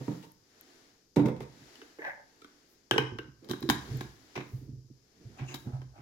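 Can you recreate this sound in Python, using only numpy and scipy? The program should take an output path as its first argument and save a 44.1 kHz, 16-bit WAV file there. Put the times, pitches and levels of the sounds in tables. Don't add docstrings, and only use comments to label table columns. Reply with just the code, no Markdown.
import sys
import numpy as np
from scipy import signal
from scipy.fft import rfft, irfft, next_fast_len
from scipy.io import wavfile

SR = 44100
rng = np.random.default_rng(int(sys.argv[2]) if len(sys.argv) > 2 else 0)


def persist_wave(psi):
    counts = np.round(np.clip(psi, -1, 1) * 32767).astype(np.int16)
    wavfile.write(sys.argv[1], SR, np.atleast_2d(counts).T)


N = 265349
TIME = np.arange(N) / SR
DETUNE = 0.025

REGISTERS = [(160, 540), (640, 2050), (2050, 3800), (3800, 17000)]
REGISTER_FILTERS = [signal.butter(4, edges, "band", fs=SR, output="sos") for edges in REGISTERS]
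# frequency in Hz, correlation (1 is identical).
LIKENESS = [(125, 0.9), (330, 0.96), (600, 0.44), (1200, 0.0053), (16000, 0.035)]
# frequency in Hz, relative density in dB per Hz.
LID_CRACK = [(150, -12), (400, 8.5), (580, -6), (1000, 9.5), (1500, 2.5), (2000, 1.5), (3000, -7.5),
             (5500, -6.5), (8500, -23), (11000, -19.5), (16000, -22.5)]
# frequency in Hz, relative level in dB, T60 in s.
CAP_MODES = [(267.5, 0, 0.06), (362, 5, .042), (829, 5.5, 0.011), (1086, 10.5, 0.013), (1218, -2.5, 0.025),
             (1585, 3.5, 0.031), (3180, -2, 0.021), (3970, 2.5, 0.011), (5060, 2, 0.009)]
# frequency in Hz, relative level in dB, T60 in s.
DRAG_MODES = [(564, -7, 0.042), (776, -6.5, 0.029), (885, -7, 0.088), (1230, -5, 0.0028),
              (1560, -6.5, 0.031), (1710, 6, 0.019), (2040, 2.5, 0.012), (2260, -2, 0.005),
              (2890, -19, 0.0021), (4660, -5, 0.00073)]


def lid_knocks():
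    # start in s, relative level in dB, brightness in dB per octave, length of contact in s.
    hits = [(1.755, -71, 7, 0.0011), (1.816, -55.5, -2, 0.002), (1.986, -59.5, -8, .0011),
            (2.911, -28, 1, 0.0026), (2.935, -40, -3, 0.0044), (2.960, -42, -6.5, 0.0023),
            (2.980, -26.5, 0, 0.0031), (3.186, -43.5, -1.5, 0.0037)]
    # frequency in Hz, relative level in dB, T60 in s.
    modes = [(289.4, -5.5, 0.078), (321, 1, 0.063), (390, 3, .05), (448.3, 1, .075), (840, -0.5, 0.017),
             (1099, -10.5, 0.039), (1184, -6.5, 0.028), (1560, 3, .05), (1576, 3.5, 0.072),
             (1634, -1, 0.057), (2318, -11, 0.0074), (2572, -1, 0.056), (2770, -7, 0.043), (2907, 6, 0.03),
             (3100, 6.5, 0.032), (5320, -1, 0.017)]
    voice_db = [0, 0, -1, -9]
    return knocks(hits, voice_db, modes, LID_CRACK, crack_db=9.0, crack_t60=0.022)


def cap_presses():
    # start in s, relative level in dB, brightness in dB per octave, length of contact in s.
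    hits = [(3.445, -71, 4.5, 0.0011), (3.488, -63, 4, 0.00092), (3.496, -55, 4, 0.0035),
            (3.506, -50, 0, 0.0019), (3.512, -46.5, 4, .002), (3.534, -46, -2.5, 0.00051),
            (3.623, -52, 2.5, 0.0082), (3.690, -38, 2.5, 0.0027), (3.699, -28.5, 1.5, 0.0028),
            (3.711, -46, -2, 0.0048), (4.008, -45.5, 0, 0.0035), (5.534, -64.5, -7.5, .006),
            (5.541, -50, 4, 0.0054), (5.552, -64.5, 6.5, 0.0087), (5.817, -61.5, -0.5, 0.0018)]
    voice_db = [3.5, 1.5, -5.5, -7]
    # frequency in Hz, relative density in dB per Hz.
    crack_colour = [(150, 8.5), (380, 4), (520, -22.5), (750, -3.5), (1050, -6.5), (2200, -16), (5500, -18),
                    (7200, -17), (8600, -31.5), (11000, -19.5), (16000, -25)]
    return knocks(hits, voice_db, CAP_MODES, crack_colour, crack_db=9.5, crack_t60=0.042)


def seatings():
    # start in s, peak in dB, length of push in s.
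    pushes = [(3.016, -30.5, .0015), (3.120, -35, .0017), (3.15, -37.5, .002), (3.254, -52, 0.0038),
              (3.422, -45, 0.0011), (3.47, -59, .0018), (3.493, -31.5, 0.00069), (3.506, -22, 0.0023),
              (3.62, -31.5, 0.0014), (3.635, -26.5, 0.003), (3.654, -31, .0016), (3.672, -33.5, 0.00095),
              (3.688, -16, 0.0012), (3.745, -36.5, 0.00235), (3.888, -47, 0.00084), (4.051, -41.5, .0016)]
    # frequency in Hz, relative level in dB, T60 in s.
    modes = [(242, -6.5, 0.065), (340, 0, .06), (370, 0.5, 0.04)]
    out = np.zeros((2, N))
    for s, db, length in pushes:
        knock = pushed(modes, TIME[:SR // 8], length, spread_db=4.0)
        add(out, s, from_db(db) * knock / np.abs(knock).max())
    return out


def twists():
    # start in s, relative level in dB, brightness in dB per octave, length of contact in s.
    hits = [(3.42, -70, -7.5, 0.059), (4.354, -45, 1, 0.012), (4.368, -46, 0, 0.019),
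            (4.392, -49.5, -0.5, 0.024), (5.383, -52, -0.5, 0.036), (5.412, -58.5, -0.5, 0.031),
            (5.485, -54, 1, 0.063), (5.96, -63.5, -0.5, 0.082)]
    voice_db = [6, 2, -2, -10]
    # frequency in Hz, relative density in dB per Hz.
    grit_colour = [(150, 4.5), (370, 0.5), (600, -2.5), (1000, -5), (1600, -11), (2500, 2), (3500, -11.5),
                   (6000, -9), (8500, -28), (16000, -27.5)]
    return knocks(hits, voice_db, CAP_MODES, grit_colour, crack_db=17.0, crack_t60=0.014)


def squeaks():
    # middle in s, relative level in dB, half length (to 1/e) in s.
    strokes = [(5.39, -62, 0.017), (5.495, -51, 0.026), (5.525, -60.5, 0.011)]
    # frequency in Hz, relative level in dB, T60 in s.
    modes = [(2200, 0, 0.05), (2730, 4, 0.012), (4570, -6, 0.0077), (6740, -9, .005)]
    return friction(strokes, modes, slips_per_s=990, grain_db=0.0)


def rubs():
    # middle in s, relative level in dB, half length (to 1/e) in s.
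    strokes = [(5.42, -55.5, 0.061), (5.52, -58, .012), (5.68, -54.5, 0.024), (5.75, -53.5, 0.032),
               (5.82, -63, 0.018), (5.99, -55.5, 0.046)]
    # frequency in Hz, relative level in dB, T60 in s.
    modes = [(560, 0, 0.019), (770, -1, 0.016), (960, -2, 0.012), (1260, -1.5, 0.012), (1660, -5.5, 0.0084)]
    return friction(strokes, modes, slips_per_s=1000, grain_db=3.5)


def drag(slips_per_s, grain_db, wander, wander_s, grit_db):
    # frequency in Hz, relative density in dB per Hz.
    grit_colour = [(250, -21), (500, -3), (950, 2), (1300, -18), (1850, 3.5), (2700, -18), (5000, -21),
                   (9000, -49), (16000, -45)]
    start_s, fastest_s, lift_s = 1.99, 2.066, 2.097
    plateau_db, swell_db_per_s, release_db_per_s = -37, 199, 598
    out, t = np.zeros((2, N)), start_s + TIME[:SR // 2]
    slips = random_slips(len(t), slips_per_s, grain_db)

    short = TIME[:SR // 10]
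    grit = diffuse(grit_colour, size=len(short)) * fade(short, 0.0089)
    hollow = ringing(DRAG_MODES, short, spread_db=1.0)
    body = rms_one(hollow) + from_db(grit_db) * rms_one(grit)
    scrape = signal.fftconvolve(slips[None], body, axes=1)[:, :len(t)]

    tilt = np.interp((t - t[0]) / wander_s, np.arange(64), rng.uniform(-1.1, 1, size=64))
    position = np.cumsum(1 + wander * tilt)
    scrape = np.array([np.interp(position, np.arange(len(t)), side) for side in scrape])
    scrape = signal.sosfilt(signal.butter(2, 6500, fs=SR, output="sos"), scrape)

    swell_db = swell_db_per_s * np.maximum(fastest_s - t, 0)
    release_db = release_db_per_s * np.maximum(t - lift_s, 0)
    level_db = plateau_db - swell_db - release_db
    add(out, t[0], rms_one(scrape) * from_db(level_db))
    return out


def snags():
    # start in s, peak in dB, treble limit in Hz.
    catches = [(2.020, -33, 5000), (2.050, -28, 5000), (2.069, -31, 5000), (2.105, -35, 2500),
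               (2.135, -40, 2000), (2.176, -45, 800), (2.197, -42, 700)]
    out = np.zeros((2, N))
    for s, db, limit_hz in catches:
        dulling = signal.butter(2, limit_hz, fs=SR, output="sos")
        tap = signal.sosfilt(dulling, ringing(DRAG_MODES, TIME[:SR // 10], spread_db=1.0))
        add(out, s, from_db(db) * tap / np.abs(tap).max())
    return out


def taps():
    # start in s, relative level in dB, brightness in dB per octave, length of contact in s.
    hits = [(2.417, -59.5, 1, .005), (2.445, -56.5, 0, 0.0018)]
    # frequency in Hz, relative level in dB, T60 in s.
    modes = [(275, -3.5, 0.057), (443, -6.5, 0.042), (1190, 2, 0.045), (1325, 5, 0.045), (1464, -3, .055),
             (2254, -4.5, 0.035), (3236, -7.5, 0.025)]
    voice_db = [1.5, 0, -6, -8]
    return knocks(hits, voice_db, modes, LID_CRACK, crack_db=-5.5, crack_t60=0.01)


def jug_knocks():
    # start in s, relative level in dB, brightness in dB per octave, length of contact in s.
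    hits = [(0.001, -57, -0.5, 0.018), (0.079, -47, -2.5, 0.0016), (0.11, -56, -0.5, 0.016),
            (0.222, -55.5, 5, 0.027), (1.160, -41, 4.5, 0.0045), (1.166, -38, -3, 0.0042),
            (1.177, -40, -0.5, 0.016), (1.194, -39, -1.5, 0.0058), (1.214, -49.5, -3.5, 0.0043),
            (1.233, -47, -4, 0.019), (1.252, -53.5, 0.5, 0.0022), (1.2575, -41.5, 3, 0.0031),
            (1.273, -49, -2.5, 0.0021), (1.285, -44.5, 1.5, 0.0035), (1.365, -57.5, 3, 0.0011),
            (1.405, -48, 2.5, 0.0011), (1.418, -55.5, 5, 0.015)]
    # frequency in Hz, relative level in dB, T60 in s.
    modes = [(161.5, -9.5, 0.084), (220.7, -4.5, 0.076), (232, -2, 0.1), (290, 0, 0.053), (334, -11.5, 0.1),
             (392, 1.5, 0.031), (529, -1.5, 0.015), (880, -44, .05), (920, -3, 0.11), (1413, -39, .016),
             (1750, -28, .029), (2780, -17, 0.018)]
    voice_db = [14, 1, -9, -17.5]
    # frequency in Hz, relative density in dB per Hz.
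    crack_colour = [(150, -36), (400, -2), (900, 7), (1500, -3.5), (3000, -25), (6000, -24.5), (9000, -35),
                    (16000, -36)]
    return knocks(hits, voice_db, modes, crack_colour, crack_db=1.5, crack_t60=0.064)


def thuds(spread_db, swell_s, pitch_spread):
    # start in s, peak in dB, length of push in s.
    pushes = [(0.0, -33, 0.001), (0.078, -32, 0.00091), (1.166, -21, 0.0026), (1.205, -25.5, 0.004),
              (1.25, -24.5, 0.0047), (1.405, -36, .005), (1.608, -49, 0.0043), (2.914, -32.5, 0.0061),
              (2.981, -25, 0.0025), (3.031, -37, 0.0079), (3.118, -37.5, 0.0083), (3.18, -44, 0.0084),
              (3.275, -43.5, 0.0025), (3.497, -35.5, 0.0059), (3.623, -32, 0.002), (3.694, -27.5, 0.012),
              (3.745, -38, 0.0086), (3.905, -28.5, 0.0097), (3.937, -29.5, 0.0062), (3.977, -38.5, 0.0079),
              (4.03, -47, 0.0046), (4.366, -38, 0.0062), (4.531, -29.5, 0.0081), (4.613, -41, .002),
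              (4.681, -35, .0018), (4.722, -35, 0.0041), (4.765, -43, 0.0092), (4.837, -54.5, 0.0013),
              (4.901, -42, .002), (5.249, -38, 0.0069), (5.407, -29.5, 0.0058), (5.536, -42, 0.0054),
              (5.661, -27.5, 0.0024), (5.729, -29, 0.0089), (5.786, -40.5, 0.0032), (5.84, -45, 0.0051),
              (5.983, -45, 0.0038)]
    # frequency in Hz, relative level in dB, T60 in s.
    low_modes = [(68.3, -28.5, 0.17), (101.5, -13.5, 0.02), (126.5, -3.5, .13), (146, -15.5, 0.085),
                 (216, -4, .048), (254.4, -11, 0.1), (303, -2, 0.034)]
    out, t = np.zeros((2, N)), TIME[:SR // 4]
    for s, db, length in pushes:
        modes = np.array(low_modes) * [1 + pitch_spread * rng.uniform(-1, 1), 1, 1]
        boom = pushed(modes, t, length, spread_db) * (1 - np.exp(-t / swell_s))
        add(out, s, from_db(db) * boom / np.abs(boom).max())
    return out


def ticks(t60, width_hz):
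    # start in s, peak in dB, centre frequency in Hz.
    tiny_ticks = [(0.319, -43, 11600), (0.611, -35, 13000), (3.607, -37, 14800), (3.973, -31, 13900)]
    out, t = np.zeros((2, N)), TIME[:1024]
    for s, db, hz in tiny_ticks:
        band = [(hz - width_hz, -30), (hz, 0), (hz + width_hz, -30), (SR, -80)]  # Hz, dB
        tick = diffuse(band, size=len(t)) * fade(t, t60)
        add(out, s, from_db(db) * tick / np.abs(tick).max())
    return out


def knocks(hits, voice_db, modes, crack_colour, crack_db, crack_t60):
    out, t = np.zeros((2, N)), TIME[:4096]
    for s, level_db, brightness_db, length in hits:
        slips = contact(t, length)
        body = signal.fftconvolve(ringing(modes, t, spread_db=3.5), slips[None], axes=1)[:, :len(t)]
        crack_power = np.abs(signal.fftconvolve(slips ** 2, fade(t, crack_t60) ** 2)[:len(t)])
        crack = from_db(crack_db) * diffuse(crack_colour, size=len(t)) * np.sqrt(crack_power)
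        add(out, s, voiced(body + crack, voice_db, level_db, brightness_db))
    return out


def contact(t, length):
    length = max(length, 5e-4)
    happens = rng.random(len(t)) < 2500 / SR
    swell = np.exp(-2 * (t / length - .5) ** 2)
    slips = rng.standard_normal(len(t)) * happens * swell
    slips[0] += 12 * np.exp(-length / 0.0026)
    return slips


def voiced(sound, voice_db, level_db, brightness_db):
    octaves = np.log2(REGISTERS).mean(axis=1)
    gains = from_db(level_db + np.array(voice_db) + brightness_db * (octaves - octaves[1]))
    parts = [signal.sosfilt(sos, sound) for sos in REGISTER_FILTERS]
    heard = sum(gain * np.array([rms_one(side) for side in part]) for part, gain in zip(parts, gains))
    return heard * np.sqrt(.02 * SR / sound.shape[1])


def pushed(modes, t, length, spread_db):
    push = np.sin(np.pi * np.clip(t / max(length, 5e-4), 0, 1)) ** 2
    return signal.fftconvolve(ringing(modes, t, spread_db), push[None] / push.sum(), axes=1)[:, :len(t)]


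def random_slips(size, slips_per_s, grain_db):
    happens = rng.random(size) < slips_per_s / SR
    strength = from_db(grain_db * rng.standard_normal(size))
    return happens * strength * rng.choice([-1, 1], size)


def friction(strokes, modes, slips_per_s, grain_db):
    slips = random_slips(N, slips_per_s, grain_db)
    effort = swell_and_fade(strokes)
    body = ringing(modes, TIME[:SR // 10], spread_db=10.5)
    unit_body = rms_one(body) / np.sqrt(body.shape[1])
    return signal.fftconvolve((rms_one(slips) * effort)[None], unit_body, axes=1)[:, :N]


def ringing(modes, t, spread_db):
    hz, db, t60 = np.transpose(modes)[:, :, None]
    hz = hz * (1 + DETUNE * rng.uniform(-1, 1, hz.shape))
    unlike = np.clip(1 - at_hz(LIKENESS, hz), 0, 1)
    phase = np.pi / 4 * unlike * rng.choice([-1, 1], hz.shape) * [[[1]], [[-1]]]
    sign = (-1) ** np.arange(len(modes))[:, None]
    gain = from_db(db + spread_db * rng.standard_normal(hz.shape)) * sign
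    sines = np.sin((2 * np.pi * hz * t + phase).astype(np.float32))
    return np.sum(gain * fade(t, t60) * sines, axis=1)


def fade(t, t60):
    return from_db(-60 * t / np.maximum(t60, 1e-4))


def diffuse(spectrum, size):
    hz = np.linspace(0, SR / 2, size // 2 + 1)
    mid, side = rfft(rng.standard_normal((2, size)))
    alike = np.clip(at_hz(LIKENESS, hz), -.99, .99)
    both = np.sqrt(1 + alike) * mid + np.sqrt(1 - alike) * side * [[1], [-1]]
    return rms_one(irfft(both * from_db(at_hz(spectrum, hz)), size))


def from_db(db):
    return 10 ** (np.asarray(db) / 20)


def rms_one(x):
    return x / np.sqrt(np.mean(x ** 2) + 1e-20)


def at_hz(points, hz):
    f, value = np.transpose(points)
    return np.interp(np.log(np.maximum(hz, 1)), np.log(f), value)


def add(out, s, sound):
    start = max(0, round(s * SR))
    out[:, start:start + sound.shape[1]] += sound[:, :N - start]


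def kitchen(x, build_s):
    # frequency in Hz, T60 in s.
    room_t60 = [(60, 0.88), (250, 0.32), (1000, 0.49), (3000, 0.31), (6000, 0.53), (16000, 0.08)]
    # frequency in Hz, level in dB against the sound fed to the room.
    room_db = [(60, 6), (125, -4), (350, -6.5), (1000, -6), (3000, -6), (6000, -9.5), (16000, -6.5)]
    t, response = TIME[:SR * 4 // 5], 0
    edges = np.geomspace(45, 18000, 14)
    for low, high in zip(edges, edges[1:]):
        hz = np.sqrt(low * high)
        band_filter = signal.butter(2, [low, high], "band", fs=SR, output="sos")
        band = signal.sosfilt(band_filter, diffuse([(1, 0)], size=len(t)))
        tail = band * fade(t, at_hz(room_t60, hz)) * (1 - np.exp(-(t / build_s) ** 2))
        share = np.sqrt(2 * (high - low) / SR / len(t))
        response = response + rms_one(tail) * share * from_db(at_hz(room_db, hz))
    return signal.fftconvolve(x, response, axes=1)[:, :N]


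def swell_and_fade(swells):
    return sum(from_db(db) * np.exp(-((TIME - s) / half_s) ** 2) for s, db, half_s in swells)


def swishes(swells, colour):
    return diffuse(colour, size=next_fast_len(N, True))[:, :N] * swell_and_fade(swells)


def swelling_hiss():
    # middle in s, level in dB, half length (to 1/e) in s.
    swells = [(0.09, -54.5, 0.15), (0.72, -60.5, 0.26), (1.718, -57, 0.26), (2.486, -65.5, 0.43),
              (3.623, -59, 0.17), (3.935, -51.5, 0.15), (4.359, -60, 0.26), (5.474, -62.5, 0.38)]
    # frequency in Hz, relative density in dB per Hz.
    colour = [(150, -41), (250, -1.5), (336, -2), (597, -12), (662, -9), (1060, -14.5), (1730, -10),
              (2670, -16), (4650, -13.5), (7310, -18), (8400, -30.5), (10000, -25), (16000, -33.5)]
    return swishes(swells, colour)


def finger_brushes():
    # middle in s, level in dB, half length (to 1/e) in s.
    moves = [(0.15, -68, 0.18), (2.06, -68.5, .08), (2.72, -69, 0.037), (3.8, -67.5, 0.26),
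             (4.15, -82, 0.26), (4.55, -67.5, 0.1), (5.59, -65, 0.084)]
    # frequency in Hz, relative density in dB per Hz.
    colour = [(4000, -15), (8500, -9), (11000, -1), (14000, -1), (16000, -2)]
    return swishes(moves, colour)


def palm_scuffs():
    # middle in s, level in dB, half length (to 1/e) in s.
    moves = [(3.95, -45, 0.099), (4.62, -54.5, 0.16), (5.28, -55.5, 0.1), (5.69, -45.5, 0.038)]
    # frequency in Hz, relative density in dB per Hz.
    colour = [(40, -6), (120, 3.5), (330, 0.5), (460, -5), (620, -21.5), (2000, -49), (6000, -81)]
    return swishes(moves, colour)


def steady_hiss():
    # frequency in Hz, relative density in dB per Hz.
    colour = [(25, -7.5), (134, -5), (300, -6), (440, -4.5), (640, -21), (1130, -23), (1650, -27.5),
              (3500, -23.5), (5100, -10.5), (6800, -16.5), (8400, -30.5), (14500, -26.5), (16000, -46.5)]
    return from_db(-69) * diffuse(colour, size=next_fast_len(N, True))[:, :N]


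def scene():
    lid = lid_knocks() + taps() + snags()
    lid += drag(slips_per_s=2200, grain_db=4.5, wander=.13, wander_s=.02, grit_db=-7.5)
    close = lid + cap_presses() + twists() + squeaks() + rubs()
    jug = jug_knocks()
    low_thuds = thuds(spread_db=3.0, swell_s=.02, pitch_spread=.05)
    cup = seatings()
    to_walls = close + jug + from_db(-6) * low_thuds + from_db(-8.5) * cup
    walls = kitchen(to_walls, build_s=0.0032)
    direct = close + cup + low_thuds + from_db(-2.5) * jug
    handling = direct + walls + ticks(t60=0.0041, width_hz=1900)
    handling = signal.sosfilt(signal.butter(2, 55, "high", fs=SR, output="sos"), handling)
    return handling + swelling_hiss() + finger_brushes() + palm_scuffs() + steady_hiss()


def record(dry):
    # frequency in Hz, left minus right in dB.
    balance_db = [(100, -2.5), (350, -5.5), (700, -2.5), (1300, -1), (2800, 2.5), (5000, 12.5), (8000, 20),
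                  (14000, -1.5)]
    cutoff_hz = 16200
    size = next_fast_len(N + SR // 10, True)
    tilt_db = at_hz(balance_db, np.linspace(0, SR / 2, size // 2 + 1))
    gains = from_db(tilt_db * np.array([[.5], [-.5]]))
    gains = gains / np.sqrt(np.mean(gains ** 2, axis=0))
    heard = irfft(rfft(dry, size) * gains, size)[:, :N]
    return signal.sosfilt(signal.ellip(10, .2, 80, cutoff_hz, fs=SR, output="sos"), heard)


dry = scene()
out = record(dry)
persist_wave(out)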